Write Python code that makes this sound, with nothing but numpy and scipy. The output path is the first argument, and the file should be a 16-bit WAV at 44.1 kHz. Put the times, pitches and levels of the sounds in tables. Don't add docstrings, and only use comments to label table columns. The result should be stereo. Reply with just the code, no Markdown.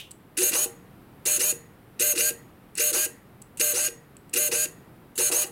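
import sys
import numpy as np
from scipy import signal
from scipy.fft import rfft, irfft
from scipy.io import wavfile
from scipy.ndimage import uniform_filter1d

SR = 44100
rng = np.random.default_rng(int(sys.argv[2]) if len(sys.argv) > 2 else 0)


def waveform_to_disk(signal):
    frames = np.transpose(np.atleast_2d(signal))
    scaled = np.clip(frames, -1, 1) * 32767
    samples = np.round(scaled).astype(np.int16)
    wavfile.write(sys.argv[1], SR, samples)


def ratio(d):
    e = np.asarray(d, float) / 20
    return 10 ** e


N = 242991
T = np.arange(N) / SR
FULL_HZ = 602
PINION_TEETH, WHEEL_TEETH, SECOND_TEETH = 11, 38, 9

# drive_on_s, brake_s, motor_hz, gear_db, unbalance_db
SWEEP_OUT = [
    (.411, .497, 596.5, -21, -48),
    (1.253, 1.368, 602, -20.5, -45),
    (1.994, 2.123, 601.5, -22.5, -40),
    (2.79, 2.905, 601, -22.5, -40.5),
    (3.594, 3.722, 602, -22.5, -40.5),
    (4.352, 4.478, 603, -23, -40.5),
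    (5.174, 5.287, 597, -21, -48),
]
# drive_on_s, brake_s, motor_hz, gear_db, unbalance_db
SWEEP_BACK = [
    (0.528, 0.645, 607.7, -22, -45),
    (1.39, 1.511, 609.4, -22, -44),
    (2.172, 2.294, 609.3, -23, -42.5),
    (2.925, 3.051, 613.4, -22.5, -44.5),
    (3.735, 3.87, 606.2, -24.5, -43.5),
    (4.513, 4.645, 610, -23.5, -43),
    (5.312, 5.43, 603, -22, -43.5),
]
# drive_on_s, brake_s, motor_hz, gear_db, unbalance_db
TWITCH = [
    (.372, .42, 372, -19.5, -39.5),
    (2.153, 2.163, 392.2, -25.5, -41),
    (2.752, 2.762, 204.4, -44.5, -62),
    (2.773, 2.778, 459, -23, -62),
    (3.572, 3.582, 191.4, -38.5, -56),
    (4.333, 4.337, 446, -19.5, -57.5),
    (5.153, 5.164, 204.6, -33.5, -61),
    (5.455, 5.47, 200, -37, -60),
    (.504, .516, 300, -28, -52),
    (5.176, 5.195, 420, -32, -39),
]
SPIN_OUT_MS = [9, 9, 11, 7.5, 8.5, 12.5, 13]
SPIN_BACK_MS = [11.5, 12, 10, 9.3, 13, 10, 11]
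WOBBLE_DEPTH_HZ = [3, 3, 7, 8, 8, 8, 2.5]
MOTOR_ORDERS = [4, 5, 7, 8, 9, 10, 11, 12, 13, 14, 16, 17, 19, 20, 21, 22, 23, 25]
# out_db, back_db
MOTOR_ORDER_DB = [(-18, -20), (-20.5, -19), (-16, -16.5), (-33.5, -23), (-25, -22), (-30, -19), (-0.5, -1),
                  (-11.5, -20.5), (-16, -33), (-19.5, -23), (-7.5, -5), (-10, -12), (-20.5, -18),
                  (-8.5, -28.5), (-20.5, -13.5), (-3, -6), (-12, -13.5), (-31, -29.5)]
SECOND_ORDERS = [9, 12, 15, 16, 27, 36, 37, 39, 40, 45, 46, 48, 53, 54, 55, 57, 64, 65]
# out_db, back_db
SECOND_ORDER_DB = [(-12.5, -7), (-16.5, -17.5), (-22, -14.5), (-16, -24), (-38.5, -13), (-26.5, -11.5),
                   (-16, -22), (-24, -14), (-22, -10), (-11, -11), (-36.5, -12.5), (-21.5, -7), (-14, -18),
                   (-13, -22.5), (-25.5, -27.5), (-7, -23), (-16.5, -5), (-24.5, -6.5)]
# out_db, back_db
BEARING = [(-7, -27.5), (-10, -18), (-2, -4), (-2, -5), (-3, -4.5), (-1.5, -5.5), (-11, -21)]
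# out_db, back_db
EDGE = [(-2, -1.5), (-6, 0.5), (1.5, 1), (0.5, -2), (0.5, -4), (0.5, -6), (-8, -1)]
# mode_hz, width_hz, level_db
CASE = [(1560, 380, -15.5), (2050, 160, -24), (2640, 110, -9), (4110, 770, -15), (4790, 570, -18.5),
        (6560, 370, -5.5), (7920, 610, -5), (9550, 227, 2), (10840, 600, -6), (12200, 900, -12.5),
        (13800, 830, -13.5), (15500, 440, -16.5)]
# mode_hz, width_hz, level_db
CLATTER = [(1387, 380, -15), (2030, 110, -4.5), (2446, 330, -5.5), (2810, 170, 0.5), (2976, 110, -11),
           (4970, 3100, -11.5)]
# peak_s, level_db, fade_ms (per 10 dB)
LASH = [(.376, -29, 81.5), (.536, -21, 18), (1.26, -34.5, 67.5), (1.414, -28.5, 24), (1.998, -28, 62),
        (2.132, -34.5, 9), (2.164, -27, 90), (2.785, -24, 44), (2.958, -29.5, 70), (3.614, -28, 7.5),
        (3.768, -29, 87), (4.336, -28, 29), (4.372, -25, 11), (4.516, -27.5, 93), (5.2, -29, 14),
        (5.324, -27.5, 41)]
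# start_s, peak_db, decay_ms
TICKS = [(0.1093, -34.5, 2), (0.114, -28.5, 2.7), (2.7531, -27, 2.7), (3.418, -34, 1.5), (3.422, -30, 0.95),
         (3.5727, -28, 2.9), (4.1674, -33.5, 1.5), (4.2949, -39, 2.2), (1.254, -19.5, 1.1),
         (1.402, -20, 1.2), (1.997, -15, 2.4), (3.598, -13.5, 2), (2.779, -17, 1.6), (4.339, -13, 2.4),
         (5.179, -10.5, 1.05), (5.319, -22, 1), (5.325, -13, 1.2)]
# mode_hz, width_hz, level_db
TICK_MODES = [(2700, 600, -12.5), (4100, 540, -12.5), (7900, 490, 4), (9700, 700, -3.5), (12500, 3000, -17)]
# mode_hz, width_hz, level_db
STAND = [(336.7, 9.9, -1), (373.6, 24, 2), (466.6, 8.5, 7.5), (603, 90, -20), (785, 5.6, -2.5),
         (1860, 26, -13.5)]
# left_minus_right_db, right_lag_ms
STAND_PAN = [(-2, .08), (-2, .04), (-3, .0), (-1.5, .0), (-8, .6), (0, .02)]
# peak_s, level_db, fade_ms (per 10 dB)
RATTLE = [(.4, -47, 62), (.53, -38.5, 69), (.655, -57, 11.5), (1.262, -47, 53.5), (1.41, -42, 44),
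          (2.21, -43.5, 11), (2.948, -37, 26), (3.608, -55.5, 39), (3.775, -39, 22), (4.37, -53.5, 21),
          (4.522, -37.5, 24), (5.207, -28.5, 3.5), (5.303, -36.5, 92)]
# start_s, level_db
PING = [
    (.658, -47),
    (3.06, -58),
    (5.448, -48),
]
# freq_hz, density_db (per Hz)
SCRAPE = [(710, -49.5), (1500, -26), (2300, -15.5), (2800, -1), (3500, -5.5), (4400, -20.5), (9500, -22),
          (15000, -26)]
# freq_hz, density_db (per Hz)
AIR = [(18, -30.5), (30, -6), (60, -7), (130, 1.5), (300, -3.5), (600, -11.5), (1200, -13.5), (2400, -22),
       (4000, -30), (6500, -38.5), (10000, -32), (13500, -29.5), (16500, -33)]
# freq_hz, likeness (0 to 1)
AIR_ALIKE = [(30, 0.92), (300, 0.78), (1500, 0.2), (8000, 0.71)]


def motor(strokes, creep, grip_ms, rise_ms, knee=1, wobble_hz=0):
    brake_ms, brake_sag = 21, .42
    wobble_rate_hz, wobble_lead_s = 32.8, .044
    hz, load, shake, jolt = np.zeros((4, N))
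    rises, wobbles = np.resize(rise_ms, len(strokes)), np.resize(wobble_hz, len(strokes))
    for (on, off, top_hz, gear_db, rotor_db), spin_ms, uneven_hz in zip(strokes, rises, wobbles):
        i = slice(int(on * SR), int((off + brake_ms / 1000) * SR))
        since = T[i] - T[i][0]
        braked = np.clip((T[i] - off) * 1000 / brake_ms, 0, 1)
        full = top_hz + creep * (since - .08)
        full = full + uneven_hz * np.cos(2 * np.pi * wobble_rate_hz * (T[i] - off + wobble_lead_s))
        spin_up = 1 - np.exp(-(since * 1000 / spin_ms) ** knee)
        hz[i] = full * spin_up * (1 - brake_sag * braked ** 2)
        grip = (1 - np.exp(-since * 1000 / grip_ms)) ** 2 * (1 - braked ** 1.5) ** 1.5
        load[i] = ratio(gear_db) * grip
        shake[i] = ratio(rotor_db) * np.tanh(1.56 * grip)
        jolt[i.start + 200] += ratio(gear_db)
        jolt[i.stop - 300] -= 1.6 * ratio(gear_db)
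    return hz, load, shake, jolt


def whine(hz, load, way, whine_db=-5.5, flicker_db=2.0, power=0.83, coupling=0.45):
    on = np.flatnonzero(hz)
    slip = 0.0028 + 0.0512 * np.clip(1 - hz[on] / FULL_HZ, 0, 1)
    turns = np.cumsum(hz[on] * (1 + slip * walk(300, len(on)))) / SR
    starts = [stroke[0] for stroke in (SWEEP_OUT, SWEEP_BACK)[way]]
    sweep = np.searchsorted(starts, T[on] + .01) - 1
    bearing_db = np.array(BEARING)[sweep, way]
    edge_db = np.array(EDGE)[sweep, way]
    orders = [(order, row[way] + edge_db * (order >= 20)) for order, row in zip(MOTOR_ORDERS, MOTOR_ORDER_DB)]
    orders += [(order * PINION_TEETH / WHEEL_TEETH, row[way] + bearing_db)
               for order, row in zip(SECOND_ORDERS, SECOND_ORDER_DB)]
    song, angle = np.zeros((2, N))
    for order, db in orders:
        flare = (case_gain(order * hz[on]) / case_gain(order * FULL_HZ)) ** coupling
        size = ratio(db + flicker_db * walk(89.9, len(on))) * flare
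        song[on] += size * np.sin(2 * np.pi * (order * turns + rng.random()))
    angle[on] = turns
    song = song * np.exp(np.minimum(np.gradient(hz) * SR, 0) / 7000)
    return ratio(whine_db) * np.sqrt(2) * load * (hz / FULL_HZ) ** power * song, angle


def case_gain(hz):
    grid_hz = np.linspace(0, SR / 2, num=1024)
    through = sum(ratio(2 * db) / (1 + (2 * (grid_hz - mode_hz) / width) ** 2) for mode_hz, width, db in CASE)
    return np.interp(hz, grid_hz, np.sqrt(through))


def chatter(load, turns, chatter_db=-4.5, lash_db=-4.5):
    second_mesh = SECOND_TEETH * PINION_TEETH / WHEEL_TEETH
    puffs = 1 + 0.54 * np.cos(2 * np.pi * second_mesh * turns) + .25 * np.cos(2 * np.pi * turns)
    hits = puffs * ratio(.7 * walk(400)) * rng.standard_normal(N)
    knocks = (rng.random(N) < .04) * ratio(3.8 * walk(150)) * rng.standard_normal(N)
    ringing = load * level(body(hits, CASE), chatter_db)
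    clatter = slack(load) * level(body(knocks, CLATTER), lash_db)
    return above(ringing + clatter, 1300)


def slack(load, swell_ms=12, run_db=-23):
    stops = [(stroke[1] + 0.017, -31, 5) for stroke in SWEEP_BACK]  # peak_s, level_db, fade_ms
    touching = np.tanh(uniform_filter1d(load, size=400) * ratio(39))
    return touching * (bursts(LASH, swell_ms) + bursts(stops, swell_ms)) + ratio(run_db) * load


def ticks():
    out = np.zeros(N)
    for (s, db, ms), noise in zip(TICKS, rng.standard_normal((len(TICKS), 400))):
        start = int(s * SR)
        out[start:start + 400] += ratio(db) * noise * np.exp(-T[:400] * 1000 / ms)
    return ratio(6.0) * body(out, TICK_MODES)


def stand(push):
    out = np.zeros((2, N))
    for (hz, width, db), (pan_db, lag_ms) in zip(STAND, STAND_PAN):
        mode = ratio(db) * ring(push, hz, width)
        lagged = np.interp(T - lag_ms / 1000, T, mode)
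        out += [ratio(pan_db / 2) * mode, ratio(-pan_db / 2) * lagged]
    return out


def rattle(load, swell_ms=5, run_db=-44):
    shaken = bursts(RATTLE, swell_ms) + ratio(run_db) * load
    return shaken * level(ratio(3.1 * walk(150)) * rng.standard_normal(N), 21.34)


def settle(settle_db=-59.5, peak_s=.055):
    since = np.clip(T - np.array([[stroke[1]] for stroke in SWEEP_BACK]), 0, None) / peak_s
    quiver = level(ring(rng.standard_normal(N), 1910, 110), settle_db)
    return np.sum(since * np.exp(1 - since), axis=0) * quiver


def ping(hz=805, t60_s=.4, pan_db=-5):
    since = np.clip(T - np.array(PING)[:, :1], 0, None)
    fading = ratio(np.array(PING)[:, 1:] - 60 * since / t60_s)
    tone = np.sum(fading * np.sin(2 * np.pi * hz * since), axis=0)
    return tone * ratio(np.array([[pan_db], [-pan_db]]) / 2)


def scrape(scrape_db=-37, t60_s=0.23):
    return level(coloured(SCRAPE), scrape_db) * ratio(-60 * T / t60_s + 1.5 * walk(260))


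def ports(x, side_db=-9.5):
    side = 0.62 * ring(x, 12500, 5000) - 0.59 * ring(x, 10000, 2500) - 1.1 * ring(x, 1600, 200)
    reflection = ring(np.roll(x, shift=330), 12600, 4000)
    side = ratio(side_db) * side + ratio(-18.5) * reflection
    return np.array([x - side, x + side])


def room(x, early_db=-12, early_t60=0.23, late_db=-24, late_t60=0.41, apart=0.25):
    t = T[:SR // 2]
    noise = rng.standard_normal((2, 1, len(t))) + apart * rng.standard_normal((2, 2, len(t)))
    early = noise[0] * ratio(-60 * t / early_t60)
    late = signal.lfilter([.45], [1, -.55], noise[1]) * ratio(-60 * t / late_t60)
    echo = sum(ratio(db) * h / np.sqrt(np.sum(h ** 2) / 2) for h, db in ((early, early_db), (late, late_db)))
    return signal.fftconvolve(x[None], echo, axes=1)[:, :N]


def air(air_db=-50.5):
    mid, side = rfft(coloured(AIR)), rfft(coloured(AIR))
    alike = np.clip(on_log(np.fft.rfftfreq(N, 1 / SR), AIR_ALIKE), 0, 1)
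    opposed = np.array([[1], [-1]])
    both = irfft(np.sqrt(1 + alike) * mid + np.sqrt(1 - alike) * side * opposed, N)
    return level(both * ratio(.7 * walk(3)), air_db)


def level(x, db):
    return x * ratio(db) / np.sqrt(np.mean(x ** 2))


def ring(x, hz, width):
    return signal.lfilter(*signal.iirpeak(hz, hz / width, SR), x)


def body(x, modes):
    return sum((-1) ** k * ratio(db) * ring(x, hz, width) for k, (hz, width, db) in enumerate(modes))


def above(x, hz):
    return signal.sosfilt(signal.butter(3, hz, "high", fs=SR, output="sos"), x)


def bursts(rows, swell_ms):
    return sum(ratio(db - 10 * 1000 * np.maximum((s - T) / swell_ms, (T - s) / fade_ms)) for s, db, fade_ms in rows)


def walk(rate, n=N):
    k = int(SR / rate)
    held = np.repeat(rng.standard_normal(n // k + 1), k)
    return 1.342 * uniform_filter1d(uniform_filter1d(held, k), k)[:n]


def on_log(hz, table):
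    at, value = np.transpose(table)
    return np.interp(np.log(np.maximum(hz, 1)), np.log(at), value)


def coloured(table):
    return irfft(rfft(rng.standard_normal(N)) * ratio(on_log(np.fft.rfftfreq(N, 1 / SR), table)), N)


def scene():
    out = motor(SWEEP_OUT, -41.5, 2, SPIN_OUT_MS, 1.3, WOBBLE_DEPTH_HZ)
    back = motor(SWEEP_BACK, 170, 2.4, SPIN_BACK_MS, .95)
    hz, load, shake, jolt = motor(TWITCH, 0, 1.3, 6.5)
    turns, song = np.cumsum(hz) / SR, 0
    for way, (way_hz, way_load, way_shake, way_jolt) in enumerate((out, back)):
        sung, angle = whine(way_hz, way_load, way)
        song = song + sung
        turns = np.where(way_hz > hz, angle, turns)
        hz = np.maximum(hz, way_hz)
        load = np.maximum(load, way_load)
        shake = np.maximum(shake, way_shake)
        jolt = jolt + way_jolt
    whirr = above(song, 1350) + chatter(load, turns) + settle()
    push = ratio(18) * shake * np.sin(2 * np.pi * turns) + ratio(37) * uniform_filter1d(jolt, size=70)
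    loose_left, loose_right = rattle(load), rattle(load)
    knocks = ring(ring(np.array([loose_left, loose_right]), 690, 330), 1200, 760)
    hum = ratio(-10.5 + 3 * walk(60)) * shake * (hz / FULL_HZ) ** 4 * np.sin(4 * np.pi * turns)
    near = whirr + hum + ticks() + scrape()
    plate = above(stand(push + ratio(1.5) * loose_left), 270) + knocks
    plate = plate + ratio(4) * above(stand(loose_right), 270)[0] * np.array([[1], [-1]])
    return ports(near) + plate + room(near + 1.73 * plate[0]) + ping() + air()


def low_pass(x):
    return signal.sosfilt(signal.butter(12, 16990, fs=SR, output="sos"), x)


def record(dry):
    mix = signal.sosfilt(signal.ellip(8, .2, 70, 15900, fs=SR, output="sos"), dry)
    return low_pass(mix)


dry = scene()
out = record(dry)
waveform_to_disk(out)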